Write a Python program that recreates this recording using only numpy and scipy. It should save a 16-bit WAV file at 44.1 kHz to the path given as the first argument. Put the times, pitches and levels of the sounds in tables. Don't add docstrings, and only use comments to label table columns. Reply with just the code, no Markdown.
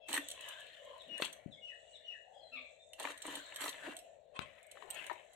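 import sys
import numpy as np
from scipy import signal
from scipy.fft import rfft, irfft, next_fast_len
from scipy.io import wavfile
from scipy.ndimage import uniform_filter1d, map_coordinates

SR = 44100
rng = np.random.default_rng(int(sys.argv[2]) if len(sys.argv) > 2 else 0)


def wrap_up_sound(samples):
    columns = np.atleast_2d(samples).T
    tamed = np.clip(columns, -1, 1)
    steps = np.round(tamed * 32767).astype(np.int16)
    wavfile.write(sys.argv[1], SR, steps)


N = 236017



def amp(db):
    return 10 ** (np.asarray(db) / 20)


def unit(x):
    return x / np.sqrt(np.mean(x ** 2) + 1e-20)


def along(points, hz):
    f, v = np.transpose(points)
    return np.interp(np.log(hz + 1), np.log(f + 1), v)


def level(points):
    return amp(np.interp(np.arange(N) / SR, *np.transpose(points)))


def wobble(rate, n=N):
    knots = rng.standard_normal(int(n * rate / SR) + 4)
    return map_coordinates(knots, [np.arange(n) * rate / SR])


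def add(track, s, x):
    i = max(round(s * SR), 0)
    track[..., i:i + x.shape[-1]] += x[..., :max(N - i, 0)]


def body(spectrum, modes=(), size=4096):
    hz = np.fft.rfftfreq(size, 1 / SR)
    db = along(spectrum, hz) + sum(lift / (1 + (2 * (hz - f) / w) ** 2) for f, w, lift in modes)
    cepstrum = irfft(np.log(amp(db)))[:size // 2]
    h = irfft(np.exp(rfft(2 * cepstrum, size)))[:size // 2]
    return h / np.linalg.norm(h)


def through(x, h):
    return signal.fftconvolve(np.atleast_2d(x), np.atleast_2d(h), axes=1)[:, :x.shape[-1]]


def pair(n, alike, size=0):
    common, *own = rng.standard_normal((3, n))
    share = np.clip(alike, 0, 1)
    shared = np.array([np.roll(common, size), common])
    return np.sqrt(share) * shared + np.sqrt(1 - share) * np.array(own)


def pan(left_db):
    return amp([[left_db / 2], [-left_db / 2]])


def grains(rate, spread_db, life):
    sizes = amp(spread_db * np.clip(rng.standard_normal(N), -2, 2))
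    hits = (rng.random(N) < rate / SR) * sizes ** 2
    power = signal.lfilter([1], [1, -np.exp(-2 / (life * SR))], hits)
    return unit(np.sqrt(power))


def patchy(x, depth_db, size=10):
    z = signal.stft(x, nperseg=512)[2]
    field = uniform_filter1d(rng.standard_normal(z.shape[1:]), 2, 0)
    field = uniform_filter1d(field, size, 1)
    gain = unit(amp(depth_db * np.clip(unit(field), -2, 2)))
    return signal.istft(z * gain, nperseg=512)[1][:, :N]


def cavities(lo_hz, hi_hz, width_hz, spread_db, count=40):
    centres = rng.uniform(lo_hz, hi_hz, count)
    return [(hz, width_hz, spread_db * (2 * rng.random() - 1)) for hz in centres]


def fracture(t60, edge, alike, size=0):
    t = np.arange(SR // 10) / SR
    lumps = unit(amp(3 * np.clip(wobble(700, len(t)), -2, 2)))
    burst = amp(-60 * t / t60) * lumps * pair(len(t), alike, size=size)
    burst[0, size] += edge
    burst[1, 0] += edge
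    return burst


def echo(x, decay):
    hz, t, z = signal.stft(rng.standard_normal((2, 2 * SR // 3)), SR, nperseg=256)
    fading = z * amp(-60 * t / along(decay, hz)[:, None])
    tail = signal.istft(fading, SR, nperseg=256)[1]
    return through(x, tail / np.linalg.norm(tail[0]))


# (f/Hz, level/dB per Hz)
HUM_SPECTRUM = [(25, -27.5), (60, -7), (100, -10.5), (200, -18.5), (330, -21), (440, -6), (540, 4.5),
                (660, 8), (790, -9.5), (1000, -22), (1250, -40), (1700, -28), (2300, -44.5), (5000, -53),
                (16000, -80)]
RUSTLE_SPECTRUM = [(500, -19.5), (1200, -9), (1800, 7), (2500, -4), (3300, 1.5), (4100, 3), (4800, -25.5),
                   (7000, -39), (10000, -29)]
HISS_SPECTRUM = [(3000, -59.5), (5800, -9), (7200, 3.5), (8100, 3), (9200, -24.5), (11500, -27.5),
                 (13000, -39.5)]
# (t/s, length/s, f/Hz, level/dB, left/dB)
HUM_SWELLS = [(0.761, 0.25, 561, -56, 2), (2.227, 0.28, 767, -62, 4.5), (2.496, 0.18, 255, -69, -1),
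              (3.703, .5, 677, -62.5, -4), (4.449, 0.99, 570, -76, 0)]
# (t/s, level/dB)
RUSTLE_COURSE = [(0, -87), (.4, -63), (1.3, -70.5), (1.55, -85), (1.97, -70), (2.22, -79.5), (2.65, -68),
                 (2.87, -83), (3.4, -53.5), (4.22, -83.5), (4.6, -76), (5.35, -74)]
HISS_COURSE = [(0.0, -105), (0.12, -100), (0.25, -61.5), (0.4, -70), (0.65, -74), (1.5, -81.5),
               (1.951, -74), (2.5, -82), (2.93, -76.5), (3.18, -71), (3.3, -61.5), (3.5, -64),
               (3.78, -68.5), (4.11, -79.5), (4.3, -89), (4.68, -83.5), (4.81, -75), (5.35, -74.5)]
HUM_WAVER_DB, HUM_FLUTTER_DB = 1.2, 1.2
HISS_DB = -7


def background():
    waver_db = HUM_WAVER_DB * wobble(3.7) + HUM_FLUTTER_DB * wobble(15)
    hum = through(pair(N, 0.44), body(HUM_SPECTRUM)) * amp(-68 + waver_db) * pan(17.4)
    for s, length, hz, db, left_db in HUM_SWELLS:
        n = int(length * SR)
        band = body([(hz * .4, -80), (hz * .7, -35), (hz * .95, -3),
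                     (hz * 1.02, -3), (hz * 1.4, -35), (hz * 2, -90)])
        tone = unit(through(pair(n, 0.46), band))
        add(hum, s, amp(db) * np.sqrt(np.hanning(n)) * tone * pan(left_db))
    rustle = patchy(through(pair(N, .25), body(RUSTLE_SPECTRUM)), 6, size=24)
    hiss = through(pair(N, 0.12) * grains(1500, 2.0, 0.0035), body(HISS_SPECTRUM))
    hiss = patchy(hiss * amp(HISS_DB + 1.85 * wobble(15.0)) * pan(-20.5), 4, size=32)
    return hum + rustle * level(RUSTLE_COURSE) * pan(7.0) + hiss * level(HISS_COURSE)


# (t/s into the phrase, length/s, start f/Hz, end f/Hz, level/dB against the song, roughness 0-1)
SONG_PHRASE = [(0, .048, 4068, 3260, -4.5, 0.18), (0.095, 0.11, 2900, 2853, 1, 0.11),
               (0.155, .04, 2800, 2520, -3, .2), (.178, 0.06, 2109, 1660, -4, 0.17)]
# (t/s, level/dB, pitch ratio of the opening note, stretch of the onsets)
SONG_TIMES = [(.982, -47.5, 1, 0.94), (1.508, -48, 0.97, 1.004), (1.93, -47.5, 1.01, 1.03)]
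# (t/s, length/s, start f/Hz, end f/Hz, level/dB, roughness 0-1)
SINGLE_NOTES = [(0, 0.076, 3380, 3140, -63, 0.16), (0, 0.15, 2670, 2570, -58, 0.15),
                (1.557, 0.043, 2170, 2226, -60.5, 0.16), (1.821, 0.17, 2900, 2846, -65, 0.25),
                (2.325, 0.13, 3323, 3270, -62.5, 0.28), (2.401, 0.1, 4260, 3950, -61, 0.02),
                (2.518, 0.0395, 2742, 2600, -43.5, 0.38), (2.544, 0.058, 2600, 2244, -43, 0.53),
                (2.784, 0.072, 3600, 3660, -60, 0.15)]
# (f/Hz, t60/s)
YARD_DECAY = [(100, 0.44), (500, 0.26), (2500, 0.25), (8000, 0.25), (16000, 0.15)]
FAR_WALL_DECAY = [(1000, 0.39), (3000, 0.53), (8000, 0.35)]
OVERTONE_DB = -26


def birds():
    out, octave = np.zeros((2, N))
    song = []
    for s, db, opening, stretch in SONG_TIMES:
        for i, (after, length, start_hz, end_hz, note_db, rough) in enumerate(SONG_PHRASE):
            pitch = opening if i == 0 else 1
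            song.append((s + after * stretch, length, start_hz * pitch, end_hz * pitch, db + note_db, rough))
    for s, length, start_hz, end_hz, db, rough in song + SINGLE_NOTES:
        n = int(length * SR)
        flutter = 1 + .09 * rough * wobble(600, n) + .007 * wobble(60, n)
        hz = np.geomspace(start_hz, end_hz, n) * flutter
        phase = 2 * np.pi * np.cumsum(hz) / SR
        swell = amp(db) * np.sqrt(np.hanning(n))
        halfway = 0.59 * np.sin(phase / 2) + 1.3 * np.sin(3 * phase / 2)
        add(out, s, swell * (np.sin(phase) + rough ** 2 * halfway))
        add(octave, s, swell * (1 - rough) * np.sin(2 * phase))
    whistles = out * pan(7.5) + octave * amp(OVERTONE_DB) * pan(-4.0)
    near_walls = pair(SR // 12, 0) * amp(-20 * np.linspace(0, 1, SR // 12))
    heard = whistles + amp(-5) * through(whistles, near_walls / np.linalg.norm(near_walls[0]))
    far = amp(-5.5) * echo(whistles, YARD_DECAY) + amp(-3) * echo(whistles, FAR_WALL_DECAY)
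    return amp(-6.5) * heard + far


PUSH_ATTACK_S, PUSH_RELEASE_S = 0.016, 0.033


def effort(s, length):
    t = np.arange(N) / SR - s
    away = np.maximum(-t / PUSH_ATTACK_S, (t - length) / PUSH_RELEASE_S)
    return amp(-20 * np.maximum(0, away))


# (t/s, length/s, flesh level/dB, bone level/dB, splinter level/dB)
BLADE_PUSHES = [(0.091, 0.019, -53.5, -43, -45.5), (0.137, 0.032, -61, -41, -41),
                (1.216, 0.034, -65, -64, -46.5), (2.997, 0.12, -61.5, -47, -54.5),
                (3.245, 0.14, -62.5, -53, -55), (3.611, 0.076, -59.5, -47.5, -42),
                (3.838, 0.082, -63.5, -50.5, -63)]
# (f/Hz, level/dB per Hz)
FLESH_SPECTRUM = [(40, -31.5), (120, -27), (220, -16.5), (295, 2), (380, -9), (520, -12), (900, -35),
                  (3000, -100)]
BONE_SPECTRUM = [(100, -44), (300, -6.5), (520, 0.5), (1000, 1), (2000, 0.5), (2500, -2), (3800, -4.5),
                 (4400, -8), (5000, -22.5), (7000, -13.5), (16000, -46)]
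SPLINTER_SPECTRUM = [(500, -49), (2000, -8.5), (3200, 5.5), (4300, 4), (5000, -17.5), (5900, -4.5),
                     (7200, 1.5), (8400, 6), (9600, -5.5), (11700, -5.5), (13400, -16), (15300, -10.5),
                     (17000, -31.5)]
# (f/Hz, width/Hz, lift/dB)
SKULL_MODES = [(990, 230, 5), (1390, 210, -3.5), (1810, 210, 4), (2746, 21, 13), (3100, 52, 4),
               (3965, 120, 4)]
EDGE_MODES = [(3078, 77, 11.6), (5770, 79, 14), (8600, 43, 11), (11570, 760, 10)]
FLESH_LAG_S = 0.0051


def crunch():
    squeeze, crush, split = np.zeros((3, N))
    for s, length, flesh_db, bone_db, splinter_db in BLADE_PUSHES:
        squeeze += amp(flesh_db) * effort(s + FLESH_LAG_S, length)
        crush += amp(bone_db) * effort(s, length)
        split += amp(splinter_db) * effort(s, length)
    flesh = through(pair(N, 1.0) * grains(400, 2.0, 0.026), body(FLESH_SPECTRUM))
    flesh = flesh * squeeze * pan(1.1)
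    bone = through(pair(N, 0.43) * grains(420, 3, .004), body(BONE_SPECTRUM, SKULL_MODES))
    bone = bone * crush * amp(-2.0) * pan(4.2)
    crackle = pair(N, 0.085, size=5) * grains(490, 1.3, 0.003)
    fine = through(crackle, body(SPLINTER_SPECTRUM, EDGE_MODES)) * split * amp(-4.0) * pan(-7.0)
    return flesh + patchy(bone, 3.1, size=4) + patchy(fine, 5.6, size=4)


# (t/s, level/dB)
THIN_SNAPS = [(0.086, -32), (.129, -24), (0.152, -25.5), (0.176, -28), (.286, -31.5), (.302, -31),
              (.314, -29), (.486, -33.5), (0.849, -51), (1.179, -39), (1.223, -39), (1.25, -29.5),
              (1.328, -32), (2.933, -37.5), (2.999, -31), (3.029, -32), (3.176, -42.5), (3.22, -29.5),
              (3.265, -33.5), (3.3542, -27), (3.545, -40), (3.5604, -26), (3.606, -32), (3.692, -28),
              (3.967, -31.5), (3.989, -37.5), (4.63, -50.5), (4.714, -36.5), (4.757, -55), (4.908, -33),
              (4.945, -39), (5.041, -44.5), (5.129, -46), (5.333, -47)]
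SNAP_T60_S = .03


def snaps():
    out = np.zeros((2, N))
    for s, db in THIN_SNAPS:
        shift = 1 + 0.028 * rng.standard_normal()
        modes = [(hz * shift, w, lift) for hz, w, lift in EDGE_MODES] + cavities(5460, 16000, 220, 7.6)
        colour = body(SPLINTER_SPECTRUM, modes, size=1024)
        add(out, s, amp(db) * through(fracture(SNAP_T60_S, 2.4, 0.68, size=5), colour))
    return out * amp(-9.0) * pan(-2.0)


# (t/s, level/dB, centre f/Hz, thud level/dB against the crack, left/dB)
BONE_CRACKS = [(0.093, -40, 2360, -4, -3), (0.142, -20, 2900, -26, 9.5), (0.164, -26, 1710, -22, 15.5),
               (.1772, -15, 1710, -15, 1.5), (1.1993, -22, 525, -17, 5), (1.222, -12, 3550, -33, 12),
               (1.2225, -26, 928, -15, -5), (1.228, -19.5, 3420, -25, 3), (1.2459, -22.5, 3460, -26, 24),
               (1.257, -32, 2900, -14, 25), (2.933, -38, 2840, -32, 3), (3.003, -25, 850, -31, 0),
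               (3.043, -31, 920, -19, -4), (3.051, -22, 950, -15, 1), (3.053, -30, 2400, -22, 22),
               (3.0716, -26.5, 1830, -28, 19.5), (3.104, -31, 1420, -14, 8), (3.253, -26.5, 1090, -11.5, 4),
               (3.281, -28, 1080, -0.5, 4), (3.31, -34, 1220, -8, -1), (3.355, -37, 3070, -16.5, 15),
               (3.368, -36, 890, -3, 4), (3.5233, -29.5, 2060, -30, 6), (3.605, -31.5, 1670, -8, 1),
               (3.62, -29, 1830, -17, 15), (3.64, -25, 1420, -22, 9), (3.66, -18.5, 1250, -22, 2),
               (3.681, -20, 3700, -21, 12), (3.691, -36, 2000, -21, 1), (3.728, -32, 3430, -28, 16),
               (3.743, -31, 1550, -26, 5), (3.863, -30, 1600, -14, 5), (4.755, -44, 1550, -27, 3),
               (4.772, -38.5, 1500, -24, 7), (4.824, -38.5, 970, -31, 22), (5.098, -35, 1200, -15.5, 34),
               (5.104, -42, 1560, -20, 24), (5.112, -36.5, 785, -19, 32), (5.119, -49, 587, -8, 19.5)]
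CRACK_T60_S, CRACK_EDGE = .03, 5.5
CRACK_RING_DB = 3


def cracks():
    burst, shove = np.zeros((2, N)), np.zeros((2, N))
    for s, db, hz, thud_db, left_db in BONE_CRACKS:
        modes = [(hz, hz / 4, CRACK_RING_DB)] + cavities(460.0, 4512.3, 120, 6.2)
        colour = body([(hz / 4, -14), (hz, 0), (hz * 3, -12)], modes, size=1024)
        snap = through(fracture(CRACK_T60_S, CRACK_EDGE, 0.93), colour)
        add(burst, s, amp(db) * snap * pan(left_db))
        add(shove, s, amp(db + thud_db) * fracture(0.058, 1.5, 1.0) * pan(left_db / 2))
    skull = through(burst, body(BONE_SPECTRUM, SKULL_MODES)) * amp(-21.0)
    return skull + through(shove, body(FLESH_SPECTRUM)) * amp(-12.5)


CRUMBS_PER_S, CRUMB_SPREAD_DB, CRUMB_DB = 22, 6.5, -9


def crumbs(pressure):
    sizes = amp(CRUMB_SPREAD_DB * np.clip(rng.standard_normal(N), -2, 2))
    ticks = (rng.random(N) < CRUMBS_PER_S / SR) * sizes
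    crackle = through(ticks * np.sqrt(pressure), fracture(0.014, 2.6, 0.54, size=5))
    return through(crackle, body(SPLINTER_SPECTRUM, EDGE_MODES)) * amp(CRUMB_DB) * pan(-10.0)


# (t/s of the peak, rise/s, fall/s, level/dB, middle f/Hz of the gap resonance, its lift/dB, left/dB)
MEAT_SLIDES = [(.26, 0.11, 0.27, -57, 3330, 18.5, 9.5), (.46, 0.33, 0.59, -51, 3240, 19.5, 6.5),
               (.49, 0.2, 0.24, -50, 1720, 24.5, 4), (.51, 0.16, 0.15, -52, 1010, 22.5, 0.5),
               (.73, 0.33, 0.6, -61.5, 3180, 27, 9), (.88, 0.13, 0.36, -67, 2000, 19, -2),
               (.955, 0.146, 0.064, -56.5, 1020, 22.5, 3), (1.2, 0.14, 0.28, -53.5, 2070, 13, 5),
               (1.252, 0.056, 0.036, -41, 3500, 26, 8), (3.19, 0.16, 0.119, -59, 1910, 28.5, 11.5),
               (3.3, 0.11, 0.19, -51, 1900, 0.5, 9), (3.37, 0.13, 0.29, -57, 3800, 7, 5),
               (3.625, 0.13, 0.13, -44.5, 1390, 12.5, 4), (3.749, 0.1, 0.28, -51.5, 2660, 9, 5.5),
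               (3.86, 0.16, 0.075, -46.5, 1580, 17, 7), (3.929, 0.026, 0.031, -50, 1540, 21.5, 5.5),
               (4.46, 0.11, 0.5, -59.5, 2160, 17.5, 9.5), (4.84, 0.14, 0.49, -60.5, 750, 13, 18.5),
               (4.972, 0.054, 0.097, -48.5, 2670, 9.5, 15.5), (5.03, 0.14, 0.22, -48.5, 2300, 20, 6.5)]
# (f/Hz, level/dB per Hz)
SLIDE_SPECTRUM = [(150, -28), (350, -2), (1000, -7.5), (1700, -4.5), (2400, -1.5), (3400, -4.5),
                  (4100, -7.5), (4900, -49), (7500, -26), (12000, -22), (13500, -60.5)]
FIZZ_SPECTRUM = [(3000, -41.5), (4800, -18), (6000, 2.5), (8000, 8.5), (9500, 1.5), (11800, -10.5),
                 (13000, -27.5), (16000, -24.5)]
# (f/Hz, width/Hz, lift/dB)
BLADE_MODES = [(1023, 123, 11), (1390, 130, -2.5), (1735, 130, 5.5), (2380, 110, -3.5), (3086, 250, 4.5)]
SWELL_ROUNDNESS = 1.14
GAP_SINK = 0.056
DRAG_DB, DRAG_PER_S = 1.54, 33.24


def slides():
    out, pressure = np.zeros((2, N)), np.zeros(N)
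    t = np.arange(-SR // 2, SR) / SR
    for s, rise, fall, db, hz, lift_db, left_db in MEAT_SLIDES:
        away = np.maximum(-t / rise, t / fall)
        swell = amp(db - 20 * away ** SWELL_ROUNDNESS + DRAG_DB * wobble(DRAG_PER_S, len(t)))
        drag = swell * pair(len(t), 0.37)
        opened = np.clip((t + rise / 2) / ((rise + fall) / 2), 0, 1)
        narrow_hz, wide_hz = hz * (1 + GAP_SINK), hz * (1 - GAP_SINK)
        narrow = body(SLIDE_SPECTRUM, BLADE_MODES + [(narrow_hz, narrow_hz * 0.5, lift_db)])
        wide = body(SLIDE_SPECTRUM, BLADE_MODES + [(wide_hz, wide_hz * 0.5, lift_db)])
        scrape = through(drag * (1 - opened), narrow) + through(drag * opened, wide)
        skip = max(round((1 / 2 - s) * SR), 0)
        add(out, s - 1 / 2, scrape[:, skip:] * pan(left_db))
        add(pressure, s - 1 / 2, swell[skip:] ** 2)
    rasp = patchy(out * grains(1500, 2.5, .0025), 4.5, size=20)
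    fizz = through(pair(N, 0.25, size=5) * grains(1500, 2.4, .002), body(FIZZ_SPECTRUM)) * np.sqrt(pressure)
    return crumbs(pressure) + rasp * amp(-1.34) + fizz * amp(-30.0) * pan(-16.0)


# (t/s, level/dB)
CHIP_PINGS = [(.142, -29.5), (4.667, -58), (4.9038, -35.5), (4.944, -48)]
# (f/Hz, level/dB, t60/s)
TIP_MODES = [(2900, -10, 0.046), (6100, -20.5, 0.03), (7900, -19.5, 0.014), (8170, -2, 0.033),
             (11980, -7.5, 0.013)]


def pings():
    out, t = np.zeros((2, N)), np.arange(SR // 12) / SR
    for s, db in CHIP_PINGS:
        for hz, mode_db, t60 in TIP_MODES:
            ring = amp(db + mode_db - 60 * t / t60) * np.sin(2 * np.pi * hz * t)
            add(out, s, ring * pan(4 if hz < 5000 else -10))
    return out


# (t/s, length/s, slip rate f/Hz, level/dB, left/dB)
FLESH_RUBS = [(1.06, 0.12, 258, -63, 4), (3.865, 0.04, 302, -46.5, -0.5), (4.81, 0.082, 384, -69.5, 27),
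              (5.103, 0.028, 474, -60.5, 25)]


def rubs():
    out = np.zeros((2, N))
    for s, length, rate, db, left_db in FLESH_RUBS:
        n = int(length * SR)
        phase = 2 * np.pi * np.cumsum(rate * (1 + 0.158 * wobble(132.0, n))) / SR
        groan = np.sin(phase) + 0.47 * np.sin(2 * phase)
        add(out, s, amp(db) * np.sqrt(2 * np.hanning(n)) * groan * pan(left_db))
    return out


# (t/s, level/dB, f/Hz, left/dB)
LOAD_BUMPS = [(1.223, -24, 382, -1), (1.463, -39.5, 206, 29.5)]


def bumps():
    out, t = np.zeros((2, N)), np.arange(SR // 25) / SR - 1 / 50
    for s, db, hz, left_db in LOAD_BUMPS:
        u = (np.pi * hz * t) ** 2
        add(out, s - 1 / 50, amp(db) * (2 * u - 1) * np.exp(-u) * pan(left_db))
    return out * amp(-6)


# (t/s of the peak, level/dB)
BONE_GRAZES = [(4.364, -46), (4.42, -43.5)]
# (f/Hz, width/Hz, lift/dB)
STEEL_MODES = [(1063, 89, 20), (2600, 110, 20), (3170, 104, 20), (3460, 43, 11.7), (8210, 410, 19.5)]


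def grazes():
    out, t = np.zeros((2, N)), np.arange(SR // 5) / SR - 1 / 20
    for s, db in BONE_GRAZES:
        swell = amp(db - 20 * np.maximum(-t / 0.019, t / 0.026))
        add(out, s - 1 / 20, swell * pair(len(t), 0.16))
    return through(out, body(BONE_SPECTRUM, STEEL_MODES)) * pan(2.1)


# (t/s, level/dB)
JOINT_CLICKS = [(4.3917, -24), (4.3925, -20.5)]
# (f/Hz, level/dB per Hz)
CLICK_SPECTRUM = [(25, -32), (70, -3.5), (200, -1.5), (1000, -2), (2500, -4.5), (3900, -7.5), (4900, -21.5),
                  (7000, -27.5), (12000, -32.5), (16000, -62)]


def joint():
    out, click = np.zeros(N), body(CLICK_SPECTRUM)
    for s, db in JOINT_CLICKS:
        add(out, s, -amp(db) * click / np.abs(click).max())
    return out * amp(-9.5) * pan(26.4)


def scene():
    cut = crunch() + snaps() + cracks() + slides() + pings() + rubs() + bumps() + grazes() + joint()
    return background() + birds() + cut + amp(-9.0) * echo(cut, YARD_DECAY)


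TOP_HZ = 16500


def record(dry):
    m = next_fast_len(N + SR // 4)
    kept = np.fft.rfftfreq(m, 1 / SR) < TOP_HZ
    return irfft(rfft(dry, m) * kept, m)[:, :N]


dry = scene()
out = record(dry)
wrap_up_sound(out)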